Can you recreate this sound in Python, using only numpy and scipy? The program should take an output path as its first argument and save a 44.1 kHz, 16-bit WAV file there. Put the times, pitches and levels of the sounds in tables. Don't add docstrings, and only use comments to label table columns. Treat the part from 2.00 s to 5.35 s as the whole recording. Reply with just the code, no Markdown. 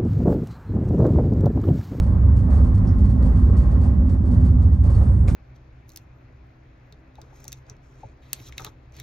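import sys
import numpy as np
from scipy import signal
from scipy.fft import rfft, irfft, next_fast_len
from scipy.io import wavfile

SR = 44100
rng = np.random.default_rng(int(sys.argv[2]) if len(sys.argv) > 2 else 0)


def unload_audio(sound):
    columns = np.transpose(np.atleast_2d(sound))
    steps = np.round(np.clip(columns, -1, 1) * 32767)
    wavfile.write(sys.argv[1], SR, steps.astype(np.int16))


def convert_level_to_amplitude(level_db):
    exponent = np.asarray(level_db, float) / 20
    return 10 ** exponent


N = 147735
PAD = next_fast_len(N + 8192)


def rms_one(x):
    return x / np.sqrt(np.mean(x ** 2) + 1e-20)


def in_time(rows):
    return np.interp(np.arange(N) / SR, *np.transpose(rows))


def at_hz(points, hz):
    table_hz, values = np.transpose(points)
    return np.interp(np.log(hz), np.log(table_hz), values)


def drift(rate):
    r = np.exp(-80 * np.pi * rate / SR)
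    slow = signal.lfilter([1], [1, -2 * r, r * r], rng.standard_normal(N // 40 + 4002))[4000:]
    return np.interp(np.arange(N) / 40, np.arange(len(slow)), rms_one(slow - slow.mean()))


def coloured(spectrum, patchy_db, rate):
    hz = np.maximum(np.fft.rfftfreq(PAD, 1 / SR), 1)
    low, high = spectrum[0][0], spectrum[-1][0]
    shape = convert_level_to_amplitude(at_hz(spectrum, hz)) / (1 + (low / hz) ** 8) / (1 + (hz / high) ** 16)
    white = rfft(rng.standard_normal((2, PAD))) * shape
    together = drift(rate)
    out = 0
    for centre in 22 * 2. ** np.arange(10):
        if low / 2 < centre < 2 * high:
            patch = np.cos(np.pi / 2 * np.clip(np.log2(hz / centre), -1, 1)) ** 2
            flicker = convert_level_to_amplitude(patchy_db * (0.5 * together + drift(rate)))
            out = out + flicker * irfft(white * patch, PAD)[:, :N]
    return rms_one(out)


def resonance(x, hz, width_hz):
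    r = np.exp(-np.pi * width_hz / SR)
    return signal.lfilter([1, 0, -1], [1, -2 * r * np.cos(2 * np.pi * hz / SR), r * r], x)


def ringing(hz, width_hz, shape=(2, N)):
    return rms_one(resonance(rng.standard_normal(shape), hz, width_hz))


def twice_ringing(hz, width_hz):
    return rms_one(resonance(ringing(hz, width_hz), hz, width_hz))


def burst(s, db, t60, attack, hold=0):
    t = np.maximum(np.arange(N) / SR - s, 0)
    fall_db = 60 * np.maximum(t - hold, 0) / max(t60, .02)
    return convert_level_to_amplitude(db - fall_db) * (1 - np.exp(-t / attack))


WHEEL_MULTIPLES = [7, 9, 13, 15, 16, 18, 19, 27, 29, 30, 33, 39, 40]
WHEEL_LEVELS = [-29.5, -22.5, -24.5, -22.5, -26, -35, -31, -36.5, -37.5, -41.5, -37.5, -37, -36]
# time in seconds, pitch in Hz, level in dB rms.
SAG_PARTIAL = [(0.049, 69.8, -21.5), (0.28, 68.63, -12.5), (0.49, 69.26, -22), (0.509, 69.06, -12),
               (0.81, 68.96, -23), (1.5, 68.9, -16.5), (2.389, 69.6, -22.5), (2.87, 66.88, -15.5),
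               (3.28, 66.59, -17), (3.3, 64.1, -21)]
# time in seconds, gain in dB.
UPPER_GAIN = [(0, 2), (.6, 1), (.9, -4.5), (1.9, -5), (2.3, -0.5), (2.9, 4.5), (3.35, 3)]
# time in seconds, gain in dB.
TOP_GAIN = [(0, -8.5), (.3, -2), (.85, 1.5), (1.35, 3), (1.7, -8), (1.95, -2), (2.5, 2.5), (2.8, -7),
            (3.35, -6.5)]


def wheels():
    wheel_hz, wobble_db, wobble_per_s, slip_rad = 6.288, 2.5, 1.3, .7
    turn = 2 * np.pi * wheel_hz * np.arange(N) / SR
    upper_db, top_db = in_time(UPPER_GAIN), in_time(TOP_GAIN)
    s, hz, main_db = np.transpose(SAG_PARTIAL)
    main_phase = 2 * np.pi * np.cumsum(in_time(np.c_[s, hz])) / SR
    out = convert_level_to_amplitude(in_time(np.c_[s, main_db])) * np.sin(main_phase)
    for k, db in zip(WHEEL_MULTIPLES, WHEEL_LEVELS):
        level_db = db + wobble_db * drift(wobble_per_s)
        if 13 <= k < 21:
            level_db = level_db + upper_db
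        if k >= 39:
            level_db = level_db + top_db
        slip = slip_rad * np.sqrt(k / 13) * drift(wobble_per_s)
        out = out + convert_level_to_amplitude(level_db) * np.sin(k * turn + rng.uniform(0, 2 * np.pi) + slip)
    return np.sqrt(2) * out


# time in seconds, level in dB.
LOAD = [(0.05, -17), (0.23, -17), (0.99, -15), (1.81, -16), (1.82, -15.5), (3.3, -17)]
# frequency in Hz, density in dB per Hz.
RUMBLE_COLOUR = [(12, -37), (30, -17), (62, -6.5), (100, -9), (140, -14), (245, -19.5), (300, -26.5),
                 (450, -45.5)]


def rolling():
    load = in_time(LOAD)
    rumble = convert_level_to_amplitude(load - 3) * coloured(RUMBLE_COLOUR, patchy_db=-1.0, rate=1.3)
    return rumble + convert_level_to_amplitude(load - load.mean()) * wheels()


# frequency in Hz, density in dB per Hz.
ROAR_COLOUR = [(190, -31), (330, -2.5), (415, -8), (573, -8), (648, -14), (1080, -17), (1410, -24),
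               (1900, -31.5), (3200, -52.5), (4160, -73.5), (7040, -120)]
# time in seconds, level in dB.
ROAR_EFFORT = [(0.05, -44.5), (.47, -46.5), (.55, -40), (.68, -45.5), (0.94, -43.5), (1.15, -47),
               (1.16, -45), (1.67, -42), (2.0, -45.5), (2.22, -48.5), (2.3, -46.5), (2.45, -43),
               (2.56, -50), (2.61, -45.5), (2.82, -50.5), (2.86, -43.5), (3.07, -42.5), (3.15, -48.5),
               (3.25, -47)]
# frequency in Hz, width in Hz, level in dB.
PANEL_MODES = [(319, 17, -48.5), (589, 11, -52.5), (785, 80, -53.5), (1072.5, 37, -53.5), (1240, 34, -58.5),
               (1579, 26, -64), (1891, 28, -64)]


def roar():
    effort = in_time(ROAR_EFFORT)
    panels = sum(convert_level_to_amplitude(db) * ringing(hz, width_hz) for hz, width_hz, db in PANEL_MODES)
    hull = convert_level_to_amplitude(-38.5) * coloured(ROAR_COLOUR, patchy_db=2.19, rate=18.0)
    return convert_level_to_amplitude(effort - effort.mean()) * (hull + panels)


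# start in seconds, peak level in dB, 60 dB decay time in seconds.
RATTLE_BURSTS = [(0.019, -50.5, 0.49), (0.216, -64.5, 0.27), (0.3623, -47, 0.24), (0.4385, -59, 0.3),
                 (0.5007, -50.5, 0.4), (0.527, -48.5, 0.31), (0.555, -51, 0.37), (0.61, -58.5, 0.27),
                 (0.637, -51.5, 0.24), (0.662, -55.5, 0.24), (0.7427, -47.5, 0.14), (0.772, -51.5, 0.12),
                 (0.8175, -71.5, 0.31), (0.844, -57, 0.22), (0.8694, -54.5, 0.24), (0.9807, -51, 0.15),
                 (1.002, -53.5, 0.14), (1.0388, -49.5, 0.19), (1.0884, -52.5, 0.39), (1.1533, -65, 0.38),
                 (1.222, -49.5, 0.26), (1.2505, -49.5, .4), (1.3497, -51.5, 1), (1.5653, -45, 0.42),
                 (1.7058, -52.5, 0.27), (1.8065, -49.5, 0.29), (1.8344, -50, 0.31), (2.0647, -59.5, .2),
                 (2.0912, -48, 0.27), (2.2225, -60.5, 0.3), (2.252, -53, 0.34), (2.3082, -50, 0.2),
                 (2.338, -51.5, 0.22), (2.4, -56, 0.35), (2.4425, -49, 0.25), (2.476, -54, .25),
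                 (2.6171, -52, 0.19), (2.7223, -54, 0.31), (2.8336, -50, 0.68), (2.8961, -48.5, 0.73),
                 (2.941, -48, 0.25), (3.0274, -57, 1)]
# frequency in Hz, density in dB per Hz.
RATTLE_COLOUR = [(700, -3.5), (1500, 3), (2800, -3), (4400, -5.5), (6800, -6), (8600, -5), (10300, -1.5),
                 (11000, -8)]


def rattle():
    attack_s, hold_s, trim_db, grain_db = .002, 0.012, -6.5, 1
    power = sum(burst(s, db, t60, attack_s, hold_s) ** 2 for s, db, t60 in RATTLE_BURSTS)
    shake = np.sqrt(power) * convert_level_to_amplitude(trim_db + grain_db * drift(57.0))
    buzz = convert_level_to_amplitude(-9.5) * ringing(hz=4430, width_hz=220)
    squeak = twice_ringing(hz=5300, width_hz=1400)
    squeak = squeak * burst(.868, db=-56, t60=.2, attack=0.0047, hold=0.011)
    return shake * (coloured(RATTLE_COLOUR, patchy_db=0.3, rate=4.8) + buzz) + squeak


# start in seconds, peak level in dB.
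LATCH_TICKS = [
    (3.2757, -44),
    (3.2792, -41),
    (3.2833, -31),
    (3.2898, -37),
    (3.2965, -46),
    (3.303, -50),
    (3.312, -48),
]
# frequency in Hz, level in dB, 60 dB decay time in seconds.
LATCH_MODES = [(580, 3, .1), (700, -1, .06), (1170, -7, .05), (2050, -5, .014), (2330, 3, .014),
               (3200, -13, .012), (3950, -7, .012), (4850, -9, .012), (5700, -12, .012), (6900, -8, .015),
               (8200, -10, .012), (9500, -9, .012), (11000, -10, .025), (11900, -20, .006)]


def latch():
    s, db = np.transpose(LATCH_TICKS)
    out = np.zeros((2, N))
    for hz, level_db, t60 in LATCH_MODES:
        clicks = np.full((2, N), 1e-18)
        spread_db = rng.normal(0, 3.5, (2, len(s)))
        strikes = convert_level_to_amplitude(db + level_db - 4.0 + spread_db) * rng.choice([-1, 1], len(s))
        clicks[:, (s * SR).astype(int)] = strikes
        r, w = convert_level_to_amplitude(-60 / (t60 * SR)), 2 * np.pi * hz / SR
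        out += signal.lfilter([0, np.sin(w)], [1, -2 * r * np.cos(w), r * r], clicks)
    tail_colour = [(450, 1.5), (1500, 6.0), (3000, -7.5), (6000, -8), (10500, -9.5), (12300, -32.5)]
    tail = burst(s[0], db=-41, t60=0.28, attack=.006, hold=0.014)
    return out + tail * coloured(tail_colour, patchy_db=-1.5, rate=35.0)


# frequency in Hz, density in dB per Hz.
HISS_COLOUR = [(2000, -8.5), (3500, -6), (6000, -13), (8500, -8.5), (10300, 1), (11000, -17.5)]


def hiss():
    leak = twice_ringing(hz=9000, width_hz=3000)
    still = convert_level_to_amplitude(-75.5) * coloured(HISS_COLOUR, patchy_db=1.2, rate=5.0)
    return still + leak * burst(2.9, db=-61.5, t60=4.0, attack=.08)


def whine():
    centre_hz, split_hz, width_hz = 12000, 69, 22
    out = 0
    for hz in (centre_hz - split_hz, centre_hz + split_hz):
        out = out + rms_one(resonance(ringing(hz, width_hz, N), centre_hz, 330.))
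    return convert_level_to_amplitude(-84) * out


# frequency in Hz, left-right likeness from 0 to 1.
PORT_LIKENESS = [(60, 0.99), (300, 0.9), (700, 0.42), (1300, 0), (2500, 0.4), (7000, 1), (8400, 0.92),
                 (12000, 0.95)]
# frequency in Hz, phase lead in radians.
PORT_LEAD = [(2200, 0), (2800, -.7), (8000, -.8), (8400, 0), (8900, .05), (10200, 3.14), (11000, 3.6),
             (11500, 6.28)]
# frequency in Hz, left over right in dB.
PORT_TILT = [(40, 0), (130, -1.7), (270, -2.2), (580, -.9), (1230, -2.8), (2400, 1.5), (5500, 3.4),
             (8200, 0)]


def ports(air):
    hz = np.maximum(np.fft.rfftfreq(PAD, 1 / SR), 1)
    alike = np.clip(at_hz(PORT_LIKENESS, hz), 0, 1)
    tilt = convert_level_to_amplitude(at_hz(PORT_TILT, hz) / 2)
    edge = 4096
    fade = np.clip(np.minimum(np.arange(PAD), PAD - np.arange(PAD)) / edge, 0, 1)
    padded = np.pad(air, ((0, 0), (edge, PAD - N - edge)), "reflect", reflect_type="odd")
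    left, diffuse = rfft(fade * padded)
    right = alike * left * np.exp(1j * at_hz(PORT_LEAD, hz)) + np.sqrt(1 - alike ** 2) * diffuse
    return irfft(np.array([left * tilt, right / tilt]), PAD)[:, edge:edge + N]


def scene():
    air = rolling() + roar() + rattle() + latch() + hiss()
    return ports(air) + whine()


def band_limit(x):
    return signal.sosfilt(signal.butter(12, 12380, fs=SR, output="sos"), x)


def record(dry):
    peak_top, gain = .97, 0.92
    rounded = gain * peak_top * np.tanh(dry / peak_top)
    return band_limit(rounded)


dry = scene()
out = record(dry)
unload_audio(out)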